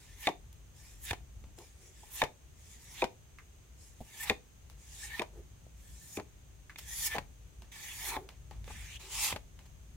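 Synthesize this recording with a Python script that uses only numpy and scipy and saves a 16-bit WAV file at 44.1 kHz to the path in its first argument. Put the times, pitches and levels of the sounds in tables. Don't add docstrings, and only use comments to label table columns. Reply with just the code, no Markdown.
import sys
import numpy as np
from scipy import signal
from scipy.fft import rfft, irfft
from scipy.io import wavfile
from scipy.ndimage import uniform_filter1d, map_coordinates

SR = 44100
rng = np.random.default_rng(int(sys.argv[2]) if len(sys.argv) > 2 else 0)


def wav_out(sig):
    wavfile.write(sys.argv[1], SR, np.round(np.clip(np.atleast_2d(sig).T, -1, 1) * 32767).astype(np.int16))


N = 439225
T = np.arange(N) / SR

# f/Hz, gain/dB
RUB_SPECTRUM = [(550, -24), (900, -18), (1350, -16.5), (1900, -1), (2300, 2), (2850, -4), (3450, -0.5),
                (4800, -10), (9000, -14.5)]
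LARGE_RUB_SPECTRUM = [(560, -20), (900, -1.5), (1550, -8), (2400, 4.5), (3800, 1.5), (9000, -13.5)]
FIZZ_SPECTRUM = [(4000, -32.5), (8000, -12), (10000, 2), (14000, 0.5), (16000, -4)]
COATING_SPECTRUM = [(2500, -28), (5300, -7), (6900, -1.5), (11000, -14), (15000, -47)]
RASP_SPECTRUM = [(1450, -46.5), (1770, -2.5), (2150, -36)]
DRUM_SPECTRUM = [(620, -17), (820, 3.5), (1300, -7.5), (2500, -42.5)]
def sliding_sheets():
    large_from_s, rasp_limit_db = 8.985, -52.5
    faces, coating, edge, rim, loose = pull_envelopes()
    faces, coating = np.hypot([faces, coating], nudge_envelopes())
    rub = np.hypot(faces, rim)
    small, large = rub * (T < large_from_s), rub * (T >= large_from_s)
    fizz = np.hypot(edge, amp(-10) * coating)
    rasp = np.minimum(0.42 * small, amp(rasp_limit_db))
    drum = np.hypot(amp(-16.5) * faces, loose)
    card = friction(RUB_SPECTRUM, grain_db=2.5, patch_db=3)
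    card = drift(card, depth_db=0.08, samples=4000)
    hand_judder = waver(depth_db=0.7, samples=500)
    return hand_judder * (
        small * place(card, left_db=-1.5, lag_samples=2)
        + large * friction(LARGE_RUB_SPECTRUM, grain_db=2.5, patch_db=2)
        + fizz * friction(FIZZ_SPECTRUM, grain_db=4, patch_db=3.5) * pan(left_db=-2)
        + coating * friction(COATING_SPECTRUM, grain_db=2, patch_db=3.5) * pan(left_db=0.5)
        + rasp * friction(RASP_SPECTRUM, grain_db=2.5, patch_db=7.5)
        + drum * friction(DRUM_SPECTRUM, grain_db=1, patch_db=2))


# t_free/s, speed-up/s, rim drag/s, rub/dB, swell/dB, coating/dB, edge fizz/dB,
# parting/s, rim scrape/dB, drum/dB
PULLS = [ (0.271, .1, 0.042, -50, 19, -53, -52, 0.087, -42, -61),
         (1.108, 0.15, 0.054, -51.5, 39, -48.5, -47, 0.12, -42, -77),
         (2.217, 0.17, 0.058, -49, 37, -46, -43.5, 0.15, -42.5, -58),
         (3.0205, 0.19, 0.08, -58, 9.5, -54.5, -58, 0.22, -46, -57),
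         (4.297, 0.35, 0.056, -44, 37, -43, -42.5, 0.015, -41, -51.5),
         (5.197, 0.29, 0.16, -51, 22, -46, -68, 0.066, -46.5, -54),
         (6.171, 0.42, 0.0086, -58.5, 17, -50, -53, 0.14, -52, -68),
         (7.16, 0.23, 0.091, -41, 17, -34.5, -33, 0.019, -42, -52),
         (8.162, 0.35, 0.073, -42.5, 18, -42.5, -37, 0.053, -44.5, -41.5),
         (9.324, 0.17, 0.079, -34, 15.5, -32.5, -36, 0.079, -40, -44)]
def pull_envelopes():
    attack_s, release_s, edge_rise_s, edge_fall_s = 0.061, 0.011, 0.035, 0.0066
    parting_db, rim_swell_db, drum_db_per_s = 21.5, 16, 137
    levels = np.zeros((5, N))
    for free_s, speed_s, drag_s, rub_db, swell_db, coat_db, edge_db, part_s, rim_db, drum_db in PULLS:
        t = np.arange(-speed_s, drag_s + 10 * release_s, 1 / SR)
        to_go = np.maximum(-t, 0) / speed_s
        until_free_s = np.maximum(drag_s - t, 0)
        parted = 1 - np.exp(-(np.maximum(t, 0) / part_s) ** 2)
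        faces = amp(-swell_db * to_go ** 0.76 - parting_db * parted)
        running_off = np.exp(-(t / np.where(t < 0, edge_rise_s, edge_fall_s)) ** 2)
        edge = amp(edge_db) * np.hypot(running_off, amp(-6) * faces)
        rim = amp(rim_db - rim_swell_db * (until_free_s / drag_s) ** 2)
        drum = amp(drum_db - drum_db_per_s * until_free_s)
        parts = np.array([amp(rub_db) * faces, amp(coat_db) * faces, edge, rim, drum])
        add(levels, free_s - drag_s - speed_s, parts * gate(t, -speed_s, drag_s, attack_s, release_s))
    return levels


# t/s, length/s, attack/s, rub/dB, coating/dB
NUDGES = [(0, 0.14, 0.0017, -64, -63.5), (0.714, 0.22, 0.088, -65, -60.5), (1.55, 0.12, 0.036, -67.5, -63),
          (1.724, 0.15, 0.13, -69, -62), (1.893, 0.25, 0.13, -65.5, -62), (2.488, 0.27, 0.23, -64.5, -60),
          (3.743, 0.13, 0.1, -72, -60), (6.767, 0.16, .02, -57.5, -58), (7.714, 0.21, 0.008, -52, -56.5),
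          (8.604, 0.36, 0.13, -56, -56.5), (8.989, 0.22, 0.013, -54, -57)]
# rub/dB, release/s
NUDGE_RELEASE = [(-65, .05), (-56, .008)]
def nudge_envelopes():
    levels = np.zeros((2, N))
    for s, length_s, attack_s, rub_db, coat_db in NUDGES:
        release_s = np.interp(rub_db, *np.transpose(NUDGE_RELEASE))
        t = np.arange(0, length_s + 10 * release_s, 1 / SR)
        add(levels, s, amp([[rub_db], [coat_db]]) * gate(t, 0, length_s, attack_s, release_s))
    return levels


def friction(spectrum, grain_db, patch_db):
    slips = rng.standard_normal((2, N)) * amp(grain_db * np.minimum(rng.exponential(1, N), 5))
    noise = colour(pair(slips), spectrum)
    bands = signal.stft(noise, nperseg=512, noverlap=384)[2]
    patches = uniform_filter1d(rng.standard_normal(bands.shape[1:]), 4, axis=0)
    patches = unit(uniform_filter1d(patches, 22, axis=1))
    return unit(signal.istft(bands * amp(patch_db * patches), nperseg=512, noverlap=384)[1][:, :N])


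def drift(x, depth_db, samples):
    position = np.cumsum(waver(depth_db, samples))
    return np.array([map_coordinates(channel, [position], order=3, mode="mirror") for channel in x])


# t/s, level/dB, f/Hz
STACK_PUSH = [(8.68, -58, 2050), (8.86, -57.5, 2250), (8.98, -49, 3020)]
EDGE_WHISTLE = [(6.86, -64, 10300), (6.99, -44, 10100), (7.08, -53, 11900)]
RIM_CATCH = [(7.112, -45, 2250), (7.165, -46, 2090)]
def rasps():
    out = np.zeros((2, N))
    for track, half_width_hz in (STACK_PUSH, 460), (EDGE_WHISTLE, 800), (RIM_CATCH, 400):
        s, db, hz = np.transpose(track)
        t = np.arange(s[0], s[-1], 1 / SR)
        carrier = np.exp(2j * np.pi * np.cumsum(np.interp(t, s, hz)) / SR)
        slips = pair(rng.standard_normal((2, len(t))))
        baseband = signal.lfilter(*signal.butter(2, half_width_hz, fs=SR), slips / carrier)
        envelope = amp(np.interp(t, s, db)) * signal.windows.tukey(len(t), 0.06)
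        add(out, s[0], unit((carrier * baseband).real) * envelope)
    return out


# t/s, level/dB, main
# ring f/Hz, tilt/(dB/oct)
SNAPS = [(0.2712, -19, 2260, 0.5), (1.109, -26, 1810, 3.5), (2.218, -20, 1760, 1.5),
         (3.0202, -24, 2550, -1), (4.2977, -17.5, 2600, 1), (5.195, -26, 2440, 0.5),
         (6.1708, -36, 2460, 7.5), (6.759, -42.5, 2440, 1), (8.166, -35, 1780, -6.5),
         (9.3257, -29.5, 2460, -3.5)]
# f/Hz, gain/dB
CARD_MODES = [(1740, -2), (2050, -11), (2440, 0), (3620, 5.5)]
SNAP_SPECTRUM = [(200, -10.5), (950, -1), (1450, -17.5), (1800, 4.5), (2500, 5), (2950, -5.5), (3500, -9),
                 (4800, -15.5), (7000, -16.5), (15000, -33.5)]
def edge_snaps():
    t60_s, boost_db, boost_width_hz = 0.026, 9.5, 250
    out, t = np.zeros((2, N)), T[:6000]
    for s, db, main_hz, tilt_db in SNAPS:
        chatter = burst(length_s=0.0051, tail_db=-45, t60_s=0.055)
        chatter[:, SR // 2000] += 7.5
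        ring = np.zeros(len(t))
        for hz, mode_db in CARD_MODES:
            mode_db += boost_db * np.exp(-((hz - main_hz) / boost_width_hz) ** 2)
            ring += amp(mode_db - 60 * t / t60_s) * np.sin(2 * np.pi * hz * t)
        snap = unit(colour(chatter, SNAP_SPECTRUM, tilt_db)) + unit(ring)
        add(out, s, with_energy(snap, db, held_s=0.0025))
    return place(out, left_db=-0.5)


# t/s, level/dB, main ring f/Hz, length/s
FLAPS = [(0.274, -26.5, 760, 0.011), (0.284, -35.5, 333, 0.018), (1.11, -41.5, 865, 0.013),
         (1.578, -57, 400, 0.065), (2.032, -51.5, 824, 0.0052), (2.2167, -25, 1060, 0.0065),
         (2.228, -25, 584, 0.0066), (3.024, -26, 564, 0.016), (4.303, -31.5, 496, 0.021),
         (5.198, -37, 473, 0.013), (5.214, -36, 824, 0.012), (6.174, -38.5, 400, 0.032),
         (7.147, -38.5, 790, 0.036), (8.165, -35.5, 726, 0.014), (8.51, -46, 750, 0.0031),
         (8.7, -50, 880, 0.013), (9.334, -52.5, 226, 0.039)]
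# f/Hz, gain/dB
FLAP_SPECTRUM = [(270, -3), (410, 1), (560, -7), (830, 1), (1100, -5.5), (1450, -21.5), (2400, -16),
                 (3000, -27.5), (14000, -48.5)]
def flaps():
    out = np.zeros((2, N))
    for s, db, hz, length_s in FLAPS:
        wobble = burst(length_s, tail_db=-4.5, t60_s=0.1)
        wobble = signal.lfilter(*signal.butter(2, 0.42 * hz, "high", fs=SR), wobble)
        wobble = colour(wobble, FLAP_SPECTRUM, ring_hz=hz, ring_db=8.5, ring_width=0.28)
        add(out, s, with_energy(wobble, db, length_s))
    return place(out, left_db=1.6)


# t/s, level/dB
CORNERS = [(0.289, -28.5), (1.1315, -28), (2.238, -24), (3.0417, -23.5), (5.2195, -27), (6.199, -36.5),
           (7.1639, -32), (7.1832, -24.5), (9.3614, -30)]
# f/Hz, gain/dB
TICK_SPECTRUM = [(100, 1.5), (900, 4.5), (1400, -5), (2400, -2.5), (15000, -29)]
def corner_ticks():
    out = np.zeros((2, N))
    for s, db in CORNERS:
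        tick = burst(length_s=0.00074, tail_db=2, t60_s=0.048)
        tick[:, 0] += 9
        add(out, s, with_energy(colour(tick, TICK_SPECTRUM), db, held_s=0.0014))
    return place(out, left_db=4)


# t/s, level/dB, tilt/(dB/oct), length/s
NAILS = [(0.528, -47, 9, .004), (1.4395, -45.5, 0, 0.0042), (1.587, -41.5, 6, 0.0029),
         (4.699, -44.5, 5.5, 0.0017), (6.785, -31, 7.5, 0.012), (7.621, -43.5, 2.5, 0.0022),
         (8.2896, -37.5, 2.5, 0.0032), (8.511, -41, 1.5, 0.001), (8.643, -45, 3.5, 0.0017),
         (8.678, -37.5, 0, 0.007), (8.706, -41, 1, 0.0083), (9.591, -44.5, 3, 0.0009),
         (9.656, -49.5, 5, 0.014)]
def nail_clicks():
    out = np.zeros((2, N))
    for s, db, tilt_db, length_s in NAILS:
        scrape = burst(length_s, tail_db=-10.5, t60_s=0.27)
        scrape[:, 0] += 4
        add(out, s, with_energy(colour(scrape, TICK_SPECTRUM, tilt_db), db, held_s=0.0008))
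    return out


# t/s, level/dB
TAPS = [(3.386, -48), (6.696, -44.5)]
# f/Hz, gain/dB
TAP_SPECTRUM = [(500, -30), (1100, -4.5), (2200, -2), (3000, -16), (12000, -29.5)]
def finger_taps():
    out = np.zeros((2, N))
    for s, db in TAPS:
        tap = burst(length_s=0.0022, tail_db=7, t60_s=0.12)
        add(out, s, with_energy(colour(tap, TAP_SPECTRUM), db, held_s=0.0052))
    return out


def squeak(s=4.197, db=-40, hz=1780, length_s=0.028):
    out, t = np.zeros((2, N)), T[:round(length_s * SR)]
    add(out, s, amp([[db], [db]]) * np.hanning(len(t)) * np.sin(2 * np.pi * hz * t))
    return out


# t/s, level/dB, length/s
BRUSHES = [(1.747, -66.5, 0.22), (5.304, -55.5, 0.15), (8.001, -53, 0.34), (8.97, -62.5, 0.2)]
def skin_brushes():
    spectrum = [(220, -19), (380, 7), (620, -11.5), (3000, -31)]  # f/Hz, gain/dB
    out = np.zeros((2, N))
    for s, db, length_s in BRUSHES:
        stroke = np.hanning(round(length_s * SR))
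        skin = pair(rng.standard_normal((2, len(stroke))))
        add(out, s, amp(db) * stroke * unit(colour(skin, spectrum)))
    return out


# t/s, level/dB, length/s
BUMPS = [(4.005, -43.5, .02), (5.665, -51.5, 0.0037)]
# f/Hz, gain/dB
BUMP_SPECTRUM = [(160, -3), (750, -10.5), (1300, -37)]
def finger_bumps():
    out = np.zeros((2, N))
    for s, db, length_s in BUMPS:
        thud = burst(length_s, tail_db=-22, t60_s=0.12)
        add(out, s, with_energy(colour(thud, BUMP_SPECTRUM), db, length_s))
    return out


# t/s, relative level/dB
PUFFS = [(1.111, -33.5), (4.3, -40), (6.173, -45), (9.334, -39)]
def air_puffs(hz=85, rise_s=0.0026, decay_s=0.015):
    out, t = np.zeros((2, N)), T[:SR // 8]
    puff = 2 * np.sin(2 * np.pi * hz * t) * (1 - np.exp(-t / rise_s)) * np.exp(-t / decay_s)
    for s, db in PUFFS:
        add(out, s, amp([[db], [db]]) * puff)
    return out


# f/Hz, T60/s
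ROOM_T60 = [(400, 0.28), (1500, 0.18), (12000, 0.23)]
# f/Hz, left-right correlation
ROOM_COHERENCE = [(60, 0.92), (800, 0.045)]
def room(x, wet_db, echoes_per_s=3000, predelay_s=0.006):
    size = SR // 2
    echoes = rng.choice([-1., 1.], (2, size)) * (rng.random((2, size)) < echoes_per_s / SR)
    echoes = pair(echoes, ROOM_COHERENCE) * (T[:size] > predelay_s)
    hz, t, bands = signal.stft(echoes, SR, nperseg=256)
    tail = signal.istft(bands * amp(-60 * t / lookup(ROOM_T60, hz)[:, None]), SR)[1]
    tail /= np.linalg.norm(tail[0])
    return x + amp(wet_db) * signal.fftconvolve(x, tail, axes=1)[:, :N]


# t/s, relative level/dB
RUMBLE_CONTOUR = [(0, -61), (1.2, -58), (1.42, -54.5), (1.6, -63), (8.35, -58.5), (8.65, -52), (9.1, -58)]
# f/Hz, gain/dB
RUMBLE_SPECTRUM = [(33, -28.5), (50, 4), (64, -4.5), (160, -17), (600, -62.5)]
HISS_SPECTRUM = [(380, 0.5), (520, -3.5), (1400, -9.5), (3000, -8.5), (4500, -14), (5700, -13),
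                 (6400, -2.5), (7100, -12), (8400, -10.5), (9300, -17.5)]
def noise_floor():
    rumble = unit(colour(pair(rng.standard_normal((2, N)), ROOM_COHERENCE), RUMBLE_SPECTRUM))
    hiss = unit(colour(pair(rng.standard_normal((2, N)), ROOM_COHERENCE), HISS_SPECTRUM))
    swell = amp(5 + np.interp(T, *np.transpose(RUMBLE_CONTOUR))) * waver(depth_db=1.5, samples=5000)
    return swell * rumble * pan(left_db=2) + amp(-64) * hiss


# f/Hz, left-right correlation
SHEET_COHERENCE = [(500, 0.97), (1000, 0.92), (2200, 0.51), (5000, 0.1)]
def pair(x, coherence=SHEET_COHERENCE):
    shared = np.clip(lookup(coherence, np.fft.rfftfreq(x.shape[1], 1 / SR)), -1, 1)
    left, other = rfft(x)
    right = shared * left + np.sqrt(1 - shared ** 2) * other
    return irfft(np.array([left, right]), x.shape[1])


def burst(length_s, tail_db, t60_s):
    t = T[:6000]
    envelope = np.exp(-(t / length_s) ** 4) + amp(tail_db - 60 * t / t60_s)
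    return pair(rng.standard_normal((2, len(t)))) * envelope


def colour(x, spectrum, tilt_db=0, ring_hz=1000, ring_db=0, ring_width=0.1, size=4096):
    hz = abs(np.fft.fftfreq(size, 1 / SR))
    db = lookup(spectrum, hz) + tilt_db * np.log2(np.maximum(hz, 500) / 2000)
    db += ring_db / (1 + ((hz / ring_hz - 1) / ring_width) ** 2)
    response = np.exp(np.conj(signal.hilbert(np.log(amp(db)))))
    taps = np.fft.ifft(response).real[:size // 2]
    return signal.oaconvolve(x, taps[None], axes=1)[:, :x.shape[1]]


def gate(t, start_s, end_s, attack_s, release_s):
    rise = np.sin(np.pi / 2 * np.clip((t - start_s) / attack_s, 0, 1)) ** 2
    return rise * np.exp(-np.maximum(t - end_s, 0) / release_s)


def waver(depth_db, samples):
    return amp(depth_db * unit(uniform_filter1d(rng.standard_normal(N), samples)))


def with_energy(x, db, held_s):
    return amp(db) * x * np.sqrt(held_s * SR / np.mean(np.sum(x ** 2, 1)))


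def place(x, left_db, lag_samples=4):
    return np.array([x[0], np.roll(x[1], lag_samples)]) * pan(left_db)


def pan(left_db):
    return amp([[left_db / 2], [-left_db / 2]])


def add(mix, s, sound):
    part = mix[:, max(round(s * SR), 0):][:, :sound.shape[1]]
    part += sound[:, :part.shape[1]]


def lookup(points, hz):
    f, value = np.transpose(points)
    return np.interp(np.log(hz + 1), np.log(f + 1), value)


def amp(db):
    return 10 ** (np.asarray(db) / 20)


def unit(x):
    return x / np.sqrt(np.mean(x ** 2) + 1e-20)


def scene():
    sheets = sliding_sheets() + rasps() + edge_snaps() + flaps() + corner_ticks()
    hands = nail_clicks() + finger_taps() + squeak() + skin_brushes() + finger_bumps()
    return room(sheets + hands + air_puffs(), wet_db=-14) + noise_floor()


def record(dry, cutoff_hz=15900):
    lowpass = signal.firwin(511, cutoff_hz, window=("kaiser", 9), fs=SR)
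    return signal.oaconvolve(dry, lowpass[None], "same")


dry = scene()
out = record(dry)
wav_out(out)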